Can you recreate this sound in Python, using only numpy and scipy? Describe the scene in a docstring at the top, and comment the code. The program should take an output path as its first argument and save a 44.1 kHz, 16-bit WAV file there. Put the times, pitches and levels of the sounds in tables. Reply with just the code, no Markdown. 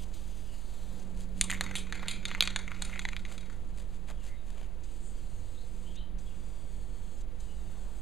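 """An aerosol can hisses as a man sprays a small cabinet in a walled yard; the jet's echo off the wood
combs the hiss. He stops, shakes the can while he walks round the table, and sprays again. The mixing
ball knocks and rolls inside the can, paint sloshes, and the walls throw each knock back. Shoes scuff
on concrete and a shirt rustles. Far off, birds chirp, a motor hums, a thin whine comes and goes, and
traffic swells over a low rumble."""
import sys
import numpy as np
from scipy import signal
from scipy.fft import rfft, irfft, next_fast_len
from scipy.io import wavfile

SR = 44100
rng = np.random.default_rng(int(sys.argv[2]) if len(sys.argv) > 2 else 0)


def file_out(sig):
    """Save sig as 16-bit WAV at sys.argv[1]."""
    # one column per channel
    cols = np.atleast_2d(sig).T
    # limit, then scale
    lim = np.clip(cols, -1, 1)
    pcm = np.round(lim * 32767).astype(np.int16)
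    wavfile.write(sys.argv[1], SR, pcm)


N = 353241
TIME = np.arange(N) / SR

# The can wall's first flex in its low, middle, high and top mode groups.
# Each row: nominal pitch in Hz, nominal width in Hz.
FLEX = [(2080, 280), (3750, 360), (6750, 200), (8600, 720)]
# Bright, dry tone of rasps, scuffs and rustles. Each row: frequency in Hz, relative level in dB.
GRIT_COLOUR = [(500, -15.5), (1500, -3), (3500, 1.5), (7000, 3.5), (9000, -1.5), (12000, -11.5),
               (16000, -24.5)]


def spray(spit_s=0.03, flutter_db=0.9, sputter_db=-54.0, sputter_s=0.0055, yard_db=2.5):
    """The valve sputters open and shut; the jet's echo off the cabinet combs the hiss as the hand moves."""
    # Each row: start in seconds, end in seconds, level in dB, boost of the opening spit in dB.
    presses = [(-.1,.045,-57,-8), (.135,1.005,-63,12.5), (4.835,5.965,-64.5,5), (6.185,7.22,-65,1),
               (7.4,8.1,-64,3.5)]
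    # Jet tone in the open and close over the wood. Each row: frequency in Hz, relative level in dB.
    open_colour = [(500, -17), (1200, -26), (3000, -2), (4500, 0.5), (7000, -1.5), (9000, -7),
                   (11000, -11.5), (15000, -16), (15500, -48)]
    close_colour = [(500, -17), (1200, -12), (3000, 1.5), (7000, 5), (8600, 5.5), (9700, -7.5),
                    (11000, -8.5), (15000, -14), (15500, -45)]
    # Share of the jet that the cabinet throws back: in the open, then close over the wood.
    echo_shares = [.38, .42]
    # Height of the can over the wood. Each row: time in seconds, lag of the echo in milliseconds.
    echo_lags = [(.45,0.35), (.75,0.52), (4.84,0.8), (5.03,0.61), (5.96,0.87), (6.19,.83), (7.22,0.96),
                 (7.4,0.98), (8,1.26)]
    jets = [noise(open_colour), noise(close_colour)]
    caught = 1 + .4 * drift(6)   # the uneven wood returns more or less
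    lag_s = (1 + .01 * drift(7)) * curve(echo_lags) / 1000
    hiss, sputter = np.zeros((2, N))
    for press, (start, end, db, spit_db) in enumerate(presses):
        is_close = press >= 2
        jet = jets[is_close]
        valve = np.clip((TIME - start) / 0.0081, 0, 1) * np.clip((end - TIME) / 0.0074, 0, 1)
        spit = spit_db * np.exp(-np.minimum(abs(TIME - start) / spit_s, 20))
        echo = echo_shares[is_close] * caught * np.interp(TIME - lag_s, TIME, jet)
        hiss += valve * from_db(db + spit) * (jet + echo)
        for s in (start + sputter_s, end - sputter_s):
            sputter += np.clip(1 - abs(TIME - s) / (2 * sputter_s), 0, 1)
    out = hiss * from_db(flutter_db * drift(60)) + swishes()
    sputter_colour = [(1000, -21), (4000, -9.5), (5000, -5), (6400, -1), (7500, -6.5), (14000, -36)]
    out += from_db(sputter_db) * sputter * noise(sputter_colour)
    return out + from_db(yard_db) * yard(out)


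def swishes():
    """An edge in the jet gives a brief band of hiss."""
    # Each row: centre and half length in seconds, level in dB, low and high band edges in Hz.
    crossings = [(0.603,.07,-72,8400,8900), (.82,0.087,-75,7700,8300), (5.07,0.042,-59,6700,8800),
                 (5.37,.04,-66,6200,7100), (7.15,.03,-66.5,6500,7460), (7.205,0.0087,-65,5870,6560)]
    air = rng.standard_normal(N)
    return sum(from_db(db) * bell(s, half) * rms_one(band(air, low, high))
               for s, half, db, low, high in crossings)


def rattle(level_db=-14.0, echo_shift=.06):
    """The ball knocks on the can; near echoes shift as the can moves, and the walls get a broader clack."""
    # Each row: time in seconds, relative level of the low note in dB, hardness in dB, extra middle from
    # landing on a domed end in dB, low note in Hz, middle ping in Hz, sustain factor of both, bite in dB.
    strokes = [(1.4119,-25,5.5,-3.5,2270,4026,0.95,-21), (1.499,-30,-13,1,1960,3210,1.8,-2),
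               (1.504,-36,2.5,-3,2000,3280,1.1,-6), (1.514,-34.5,-1.5,2,2000,2980,1.2,5),
               (1.5256,-30.5,-17,-14,1880,3315,1.6,13), (1.536,-38,-13,-11,2000,3650,0.91,13),
               (1.545,-40,-13,-9,2030,3760,1.5,15), (1.6096,-25,-4.5,-2.5,1850,3750,1.3,-2),
               (1.6634,-37.5,-13,-1,2060,3700,2.2,0), (1.7114,-37.5,-10.5,-5,1600,3600,1.5,1),
               (1.754,-31.5,-2,-5,2740,3720,0.64,-2), (1.764,-47,5,3,2390,3360,.8,5),
               (1.9246,-33,-8,-0.5,1740,4060,1.1,-6), (2.0299,-37,-24,2,1380,3000,1,3),
               (2.083,-36.5,2,4.5,2420,3740,.9,-12), (2.2536,-33,-3.5,3.5,2200,3700,1.8,-9),
               (2.314,-33,-20,5.5,2010,3200,0.88,-7), (2.3492,-29.5,-18.5,-9,2080,3270,1.4,-1),
               (2.407,-23,-6,11,2380,3910,1.2,-3), (2.424,-25.5,-4,3,2460,3360,1.6,-14),
               (2.4745,-28,-7.5,3,2350,3730,1.8,-21), (2.561,-27,-4.5,0.5,1800,3620,1.5,-15),
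               (2.6785,-35.5,-16,-6,2130,3720,1.4,-3), (2.717,-38,-23,7.5,1500,3000,1,0),
               (2.8216,-36,2.5,0,2100,4100,1.1,1), (2.9584,-36.5,-21,-6,2160,3360,2.8,-7),
               (2.993,-32.5,-5.5,-1.5,2170,3760,1.3,-7), (3.0521,-27.5,-16.5,2.5,1915,3980,2.1,-16),
               (3.0877,-33,-10.5,-1.5,2110,3920,2.2,-8), (3.1314,-37,-16,-1,2220,4070,2.2,-5),
               (3.1653,-37.5,-11.5,7,2150,3750,1.1,-3), (3.2516,-39.5,-12.5,0.5,2090,3520,1.6,-7),
               (3.3794,-49,-1.5,3.5,2150,3730,1.2,0)]
    # Bounces off table and ground. Each row: delay in seconds, relative level in dB.
    near_echoes = [(.0043, -14.5), (0.0095, -25)]
    direct, echoed, sent = np.zeros((3, N))
    for s, db, hardness_db, dome_db, *tone in strokes + tumbles():
        band_dbs, ring, send_db = blow_shape(s, db, hardness_db, dome_db)
        blow = knock(band_dbs, ring, *tone, modes_db=-0.5, crack_db=-4.5)
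        clack = knock(band_dbs, ring, *tone, modes_db=4.0, crack_db=2.0)
        add(direct, s, blow)
        add(sent, s, from_db(send_db) * clack)
        for delay, echo_db in near_echoes:
            lag_s = delay * (1 + echo_shift * rng.standard_normal())
            add(echoed, s + lag_s, from_db(echo_db + send_db / 2) * blow)
    return from_db(level_db) * (direct + band(echoed + 1e-18, 500, 9000) + yard(sent))


def tumbles(count=28, start_s=1.53, end_s=3.5, level_db=-47, fade_db_per_s=1.5, spread_db=2.5):
    """Between strokes the ball tumbles ever more weakly: dull, uneven touches, as rows for rattle()."""
    place, size, spot = rng.random(count), rng.standard_normal(count), rng.standard_normal(count)
    since = (np.arange(count) + place) / count * (end_s - start_s)
    levels = level_db - fade_db_per_s * since + spread_db * size
    touches = zip(start_s + since, levels, spread_db * spot, rng.uniform(1400, 2600, count))
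    hardness_db, ping_hz, sustain, bite_db = -11, FLEX[1][0], 2, 0
    return [(s, db, hardness_db, dome_db, note_hz, ping_hz, sustain, bite_db)
            for s, db, dome_db, note_hz in touches]


def blow_shape(s, db, hardness_db, dome_db, ring_knee_db=-43, shorten_db=39.5, aim=0.37, aim_knee_db=-20):
    """Harder blows are brighter, louder ones ring shorter: group levels, ring factor and yard send."""
    # Middle, high and top mode groups. Each row: offset in dB, dB gained per dB of hardness.
    brightening = [(3.5, 0.74), (-0.5, 0.8), (-2, 1.65)]
    # The man's body hides the can as he passes, so more is heard by way of the walls.
    # Each row: time in seconds, send to the yard in dB.
    shielding = [(1.41, 4), (1.52, 3.5), (1.7, 7), (2.1, 12.5), (2.35, 5.5), (2.85, 7), (3.1, -3),
                 (3.45, 7)]
    middle, high, top = [db + offset + slope * hardness_db for offset, slope in brightening]
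    band_dbs = [db, middle + dome_db, high, top]
    peak_db = max(band_dbs)
    ring = np.clip(np.exp((ring_knee_db - peak_db) / shorten_db), .3, 1.6)
    aimed_db = aim * (peak_db - aim_knee_db)   # part of a blow's loudness is aim, and misses the walls
    return band_dbs, ring, curve(shielding, s) - aimed_db


def knock(band_dbs, ring, note_hz, ping_hz, sustain, bite_db, modes_db, crack_db,
          mode_spread_db=4, crack_s=0.0022, snap_hz=11500):
    """One blow of the ball: a snap of contact, a quick flex of the wall, a crack and the ringing modes."""
    # Can wall, damped by hand and paint.
    # Each row: frequency in Hz, relative level in dB, seconds to fall 60 dB at a ring factor of 1.
    can_modes = [(1420, 9.5, 0.017), (1600, -4.5, 0.012), (2077, 18.5, 0.012), (2330, 7, 0.012),
                 (3230, -12, 0.033), (3430, -7, 0.087), (3830, -1.5, 0.038), (4340, 0.5, 0.023),
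                 (6150, 11.5, 0.011), (7100, 8, 0.0069), (8030, -6.5, 0.026), (8400, -2, 0.00481),
                 (9450, -4.5, 0.014), (10900, -4.5, 0.014)]
    # Borders of the four mode groups in Hz, from low to high.
    edges_hz = [750, 2700, 5500, 7600, 10000]
    t = TIME[:SR // 16]
    hz, mode_db, t60 = np.transpose(can_modes)
    strength = from_db(mode_db + mode_spread_db * rng.standard_normal(len(hz)))
    strength *= rng.choice([-1, 1], len(hz))
    loaded_hz = hz * (1 + .012 * rng.standard_normal(len(hz)))   # sloshing paint shifts the modes
    loaded_hz *= np.where(hz < edges_hz[1], (note_hz / FLEX[0][0]) ** .15, 1)   # low ones lean to the note
    decay = from_db(-60 * t / (t60[:, None] * ring))
    modes = strength[:, None] * np.sin(2 * np.pi * loaded_hz[:, None] * t) * decay
    build = 1 - np.exp(-t / 0.0003)   # the ring takes a moment to spread round the can
    out = 0
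    for k, (nominal_hz, width_hz) in enumerate(FLEX):
        low, high = edges_hz[k:k + 2]
        stray_hz = nominal_hz * (1 + .05 * ring * rng.standard_normal())
        flex_hz, held = ((note_hz, ping_hz)[k], sustain) if k < 2 else (stray_hz, 1)
        flex = np.exp(-np.pi * width_hz * t / (held * ring ** .5)) * np.sin(2 * np.pi * flex_hz * t)
        flex = rms_one(band(flex, low * .55, min(high * 1.4, 10000)))
        burst = rng.standard_normal(len(t)) * build * np.exp(-t / (crack_s * ring))
        crack = rms_one(band(burst, low, high))
        stirred = (hz >= low * .85) & (hz < high)   # each group also stirs the modes just under it
        group = rms_one(build * modes[stirred].sum(axis=0))
        ringing = ring * (from_db(modes_db) * group + from_db(crack_db) * crack)
        out += from_db(band_dbs[k]) * rms_one(flex + ringing)
    snap = rms_one(band(np.exp(-t / .00014) * np.cos(2 * np.pi * snap_hz * t), 7000, 14000))
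    # a harder blow is a shorter contact, so the snap grows faster than the rest
    snap_db = 1.49 * np.mean(band_dbs[:2]) - 2 + bite_db
    return out + from_db(snap_db) * snap


def roll(note_hz=2150, width_hz=220, bumps_per_s=270, yard_db=2.0):
    """A rolling ball meets many tiny bumps, which keep the wall's hollow low note sounding."""
    # Each row: centre in seconds, half length in seconds, level in dB.
    rolls = [(1.539, 0.029, -43.5), (1.68, 0.021, -56), (2.954, 0.021, -44.5)]
    bumps = (rng.random(N) < bumps_per_s / SR) * rng.standard_normal(N)
    wall = signal.iirpeak(note_hz, note_hz / width_hz, fs=SR)
    note = rms_one(signal.lfilter(*wall, bumps + 1e-18))
    out = band(note, 1200, 3500) * sum(from_db(db) * bell(s, half) for s, half, db in rolls)
    return out + from_db(yard_db) * yard(out)


def slosh(attack_s=.004, decay_s=0.03):
    """At the hard strokes, paint and propellant froth briefly against the wall of the can."""
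    # Each row: start in seconds, level in dB.
    splashes = [(1.416, -40.5), (1.755, -35.5), (2.085, -39.5)]
    level = np.zeros(N)
    for s, db in splashes:
        attack = np.clip((TIME - s) / attack_s, 0, 1)
        level += from_db(db) * attack * np.exp(-np.clip((TIME - s) / decay_s, 0, 30))
    return level * noise([(1500, -24), (3500, 1), (6000, -21.5), (9700, -7.5), (11500, -21.5), (15000, -38)])


def rasp_and_scuffs(level_db=5.0, grit_db=3.5):
    """Short gritty swells: a rasp with the can's first knock, and elsewhere soles and cloth sliding."""
    # Each row: centre and half length in seconds, relative level in dB, dull layer over bright in dB.
    swells = [(1.208, 0.027, -60.5, -28), (1.406, 0.031, -60.5, -12), (2.897, 0.1, -65.5, -0.5),
              (3.321, 0.025, -59.5, -2), (3.795, 0.028, -65, -1.5), (3.946, 0.013, -67, -17.5),
              (4.1, 0.016, -60.5, 4.5), (4.265, 0.028, -62, -5), (4.504, 0.034, -67, -5),
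              (4.613, 0.037, -68.5, 5.5)]
    # The dull layer, which gives a footstep its heel. Each row: frequency in Hz, relative level in dB.
    dull_colour = [(150, -10), (500, 0.5), (1200, -6), (3000, -7.5), (5000, -21), (9000, -39.5)]
    bright, dull = np.zeros((2, N))
    for s, half, db, dull_db in swells:
        swell = from_db(db) * bell(s, half)
        bright += swell
        dull += from_db(dull_db) * swell
    out = bright * noise(GRIT_COLOUR) + dull * noise(dull_colour)
    out *= from_db(level_db + grit_db * drift(400))
    return out + yard(out)


def rustle(grain_db=2.5):
    """The shirt rubs softly on itself as the man moves."""
    # Each row: time in seconds, level in dB.
    movement = [(.1,-65), (1.03,-64), (1.3,-70.5), (3.45,-66.5), (3.7,-69.5), (4.75,-72.5), (6,-74),
                (6.15,-89), (7.27,-77), (7.39,-67.5), (7.6,-82)]
    return from_db(curve(movement) + grain_db * drift(120)) * noise(GRIT_COLOUR)


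def yard(x, tail_db=-24.5, build_s=0.012, smear_s=.0045):
    """Rough walls return smeared echoes, then a diffuse tail that dies first in the treble."""
    # Each row: frequency in Hz, seconds for the tail to fall 60 dB.
    decay_times = [(500, 0.5), (2300, 0.42), (4000, 0.39), (8000, 0.3), (14000, 0.076)]
    # Each row: delay in seconds, level in dB.
    wall_echoes = [(0.0273, -20.5), (0.031, -27.5), (.0425, -37), (0.053, -33.5)]
    t = TIME[:SR * 3 // 4]
    response, edges_hz = np.zeros(len(t)), np.geomspace(300, 16000, 9)
    for low, high in zip(edges_hz, edges_hz[1:]):
        t60 = at_hz(decay_times, np.sqrt(low * high))
        response += band(rng.standard_normal(len(t)), low, high) * from_db(-60 * t / t60)
    response *= 1 - np.exp(-t / build_s)
    response *= from_db(tail_db) / np.linalg.norm(response)
    for delay, db in wall_echoes:
        echo = rng.standard_normal(len(t)) * np.exp(-t / smear_s)
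        add(response, delay, from_db(db) * echo / np.linalg.norm(echo))
    return signal.fftconvolve(x, response)[:N]


def birds(direct_db=-3.5, yard_db=12.5, waver=.008, rasp_per_s=700, flicker_db=4):
    """Far birds sing thin glides, some whistled and some hoarse, echoed by the walls."""
    # Each row: start and length in seconds, first and last pitch in Hz, relative level in dB, rasp 0-1.
    chirps = [(0.476,0.076,2950,2820,-61,0.4), (4.14,.06,3400,3220,-64,.3),
              (4.175,0.066,2950,2750,-61.5,0.3), (4.274,0.072,2000,2138,-55,0.4),
              (4.317,0.12,3720,3740,-66,0.15), (5.532,0.1,3200,4500,-58,.85),
              (5.836,0.11,2900,3440,-56.5,.45), (5.951,0.044,3400,4080,-52.5,0.3),
              (5.929,0.0706,2650,3130,-56.5,.85), (5.984,0.045,3130,3070,-54.5,.1),
              (6.249,0.055,3300,3330,-60,.3), (6.28,0.09,2900,2490,-61,0.7), (7.475,.04,3020,2870,-61,.15)]
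    out, wobble = np.zeros(N), 1 + waver * drift(300)
    flutter = (drift(rasp_per_s) + 1j * drift(rasp_per_s)) / np.sqrt(2)
    for s, length, first_hz, last_hz, db, rasp in chirps:
        size, at = int(length * SR), int(s * SR)
        hz = np.linspace(first_hz, last_hz, size) * wobble[at:at + size]
        whistle = np.exp(2j * np.pi * np.cumsum(hz) / SR)
        note = whistle * (np.sqrt(1 - rasp) + np.sqrt(rasp) * flutter[at:at + size])
        add(out, s, from_db(db) * np.hanning(size) ** .5 * note.real)
    out *= from_db(flicker_db * drift(90))
    return from_db(direct_db) * out + from_db(yard_db) * yard(out)


def motor(start_hz=93.7, sag_hz_per_s=.45, settled_hz=90.5, wander=0.005, waver_db=1.0,
          first_db=-57, second_db=-1.0, third_db=-24.5, roar_db=-6.5):
    """A distant motor hums two strong harmonics and a weak third; a soft roar swells with them."""
    # Swell of the upper harmonics and the roar. 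Each row: time in seconds, base level in dB.
    hum_levels = [(0.0, -54), (0.53, -61), (0.58, -69), (0.89, -51.5), (1.63, -46), (4.1, -58.5),
                  (4.34, -66), (5.32, -59.5), (5.37, -75), (5.84, -55), (7.31, -63), (7.82, -55),
                  (7.98, -70.5)]
    swell_db = curve(hum_levels)
    swell = from_db(swell_db)
    fundamental = from_db(first_db + 0.4 * (swell_db - swell_db.mean()))   # swings less than the rest
    fundamental += from_db(-50) * bell(s=5.4, half_s=0.062)   # and booms once
    hz = np.maximum(start_hz - sag_hz_per_s * TIME, settled_hz)
    phase = 2 * np.pi * np.cumsum(hz * (1 + wander * drift(8))) / SR
    gains = [fundamental, swell * from_db(second_db), swell * from_db(third_db)]
    tones = sum(np.sqrt(2) * gain * from_db(waver_db * drift(13)) * np.sin(harmonic * phase)
                for harmonic, gain in enumerate(gains, 1))
    roar = noise([(80, -3.5), (200, 5.5), (330, -3), (410, -5), (500, -2.5), (700, -15.5), (2000, -40)])
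    return tones + from_db(roar_db) * swell * roar


def whine(hz=489, half_s=0.13, waver=0.0047):
    """A faint, wavering tone swells twice in the distance."""
    # Each row: centre in seconds, level in dB.
    swells = [(5.62, -65), (7.35, -68.5)]
    phase = 2 * np.pi * np.cumsum(hz * (1 + waver * drift(10))) / SR
    return np.sqrt(2) * np.sin(phase) * sum(from_db(db) * bell(s, half_s) for s, db in swells)


def traffic(bed_db=-71.5, half_s=0.21):
    """Tyre noise swells and fades far off; nearer passes bring the whirr of the tread."""
    # Each row: centre in seconds, level of the roar in dB, whirr over roar in dB.
    passes = [(0.05, -72, -20), (.95, -67.5, -13.5), (6.55, -79, -10.5), (7.85, -71, 2)]
    # Each row: frequency in Hz, relative level in dB.
    tread_colour = [(550, -20), (850, 0), (1250, -11), (1480, -2), (2000, -27.5)]
    roar_colour = [(250, -17), (480, -3), (800, -1.5), (1300, -11.5), (2200, -17.5), (5000, -45.5)]
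    roar = from_db(bed_db) + sum(from_db(db) * bell(s, half_s) for s, db, _ in passes)
    whirr = sum(from_db(db + tread_db) * bell(s, half_s) for s, db, tread_db in passes)
    return roar * noise(roar_colour) + whirr * noise(tread_colour)


def outdoors(rumble_db=-41, hiss_db=-66, side_rumble_db=-69.5, side_hiss_db=-84):
    """Low rumble of the neighbourhood and a faint hiss, nearly alike on both sides."""
    # Each row of these four colours: frequency in Hz, relative level in dB.
    rumble_colour = [(15, 0), (22, -0.5), (45, -3), (69, -18.5), (97, -19.5), (182, -25.5), (209, -27),
                     (374, -29), (415, -34.5), (487, -31), (1000, -45.5), (1300, -66), (2200, -120)]
    hiss_colour = [(500, -11.5), (900, -0.5), (1500, -3.5), (3000, -7), (6000, -15), (9000, -18.5),
                   (14800, -24), (15500, -48.5)]
    side_rumble = [(15, 1), (50, 8), (100, -3.5), (400, -13), (1000, -22.5), (2200, -52)]
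    side_hiss = [(100, -22), (500, -9.5), (1500, -1), (5000, -27), (12000, -1), (16000, -24.5)]
    mid = from_db(rumble_db) * noise(rumble_colour) + from_db(hiss_db) * noise(hiss_colour)
    side = from_db(side_rumble_db) * noise(side_rumble) + from_db(side_hiss_db) * noise(side_hiss)
    return mid + np.array([side, -side])


def from_db(db):
    """Decibels to gain."""
    return 10 ** (np.asarray(db) / 20)


def rms_one(x):
    """Scale to rms 1."""
    return x / np.sqrt(np.mean(x ** 2) + 1e-20)


def curve(points, s=TIME):
    """Read (seconds, value) rows along straight lines."""
    return np.interp(s, *np.transpose(points))


def at_hz(points, hz):
    """Read (Hz, value) rows on a log-frequency axis."""
    f, value = np.transpose(points)
    return np.interp(np.log(np.maximum(hz, 1)), np.log(f), value)


def noise(colour):
    """Noise at rms 1, its spectrum shaped by (Hz, dB) rows."""
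    size = next_fast_len(N)
    hz = np.arange(size // 2 + 1) * SR / size
    spectrum = rfft(rng.standard_normal(size)) * from_db(at_hz(colour, hz)) * (hz > 10)
    return rms_one(irfft(spectrum, size)[:N])


def drift(per_s):
    """A random wander at rms 1, with so many turning points a second."""
    knots = rng.standard_normal(size=8000)
    return rms_one(np.interp(TIME * per_s, np.arange(len(knots)), knots))


def bell(s, half_s):
    """A smooth swell of height 1 around a time."""
    return np.exp(-np.minimum(((TIME - s) / half_s) ** 2 / 2, 20))


def band(x, low, high):
    """Band-pass between two edges in Hz."""
    return signal.sosfilt(signal.butter(3, [low, high], "band", fs=SR, output="sos"), x)


def add(out, s, sound):
    """Mix a sound in at a time."""
    at = int(np.clip(round(s * SR), 0, len(out) - 1))
    out[at:at + len(sound)] += sound[:len(out) - at]


def scene(width_db=-26, off_axis_db=-40.0):
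    """All is nearly straight ahead: knocks reach one side a hair earlier, and the yard adds some width."""
    knocks = rattle()
    near = knocks + roll() + slosh() + spray() + rasp_and_scuffs() + rustle()
    side = from_db(width_db) * yard(near) + from_db(off_axis_db) * np.gradient(knocks)
    return near + np.array([side, -side]) + birds() + motor() + whine() + traffic() + outdoors()


def record(dry, notch_hz=5480, notch_width_hz=1300, notch_depth=0.94, cutoff_hz=16000):
    """Notch the treble, cut the very top and add a small steady offset, mostly on the right."""
    notched = signal.lfilter(*signal.iirnotch(notch_hz, notch_hz / notch_width_hz, fs=SR), dry)
    coloured = dry + notch_depth * (notched - dry)
    cut = signal.sosfilt(signal.ellip(10, .2, 90, cutoff_hz, fs=SR, output="sos"), coloured)
    return cut + np.array([[0.0049], [0.023]])


dry = scene()
out = record(dry)
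file_out(out)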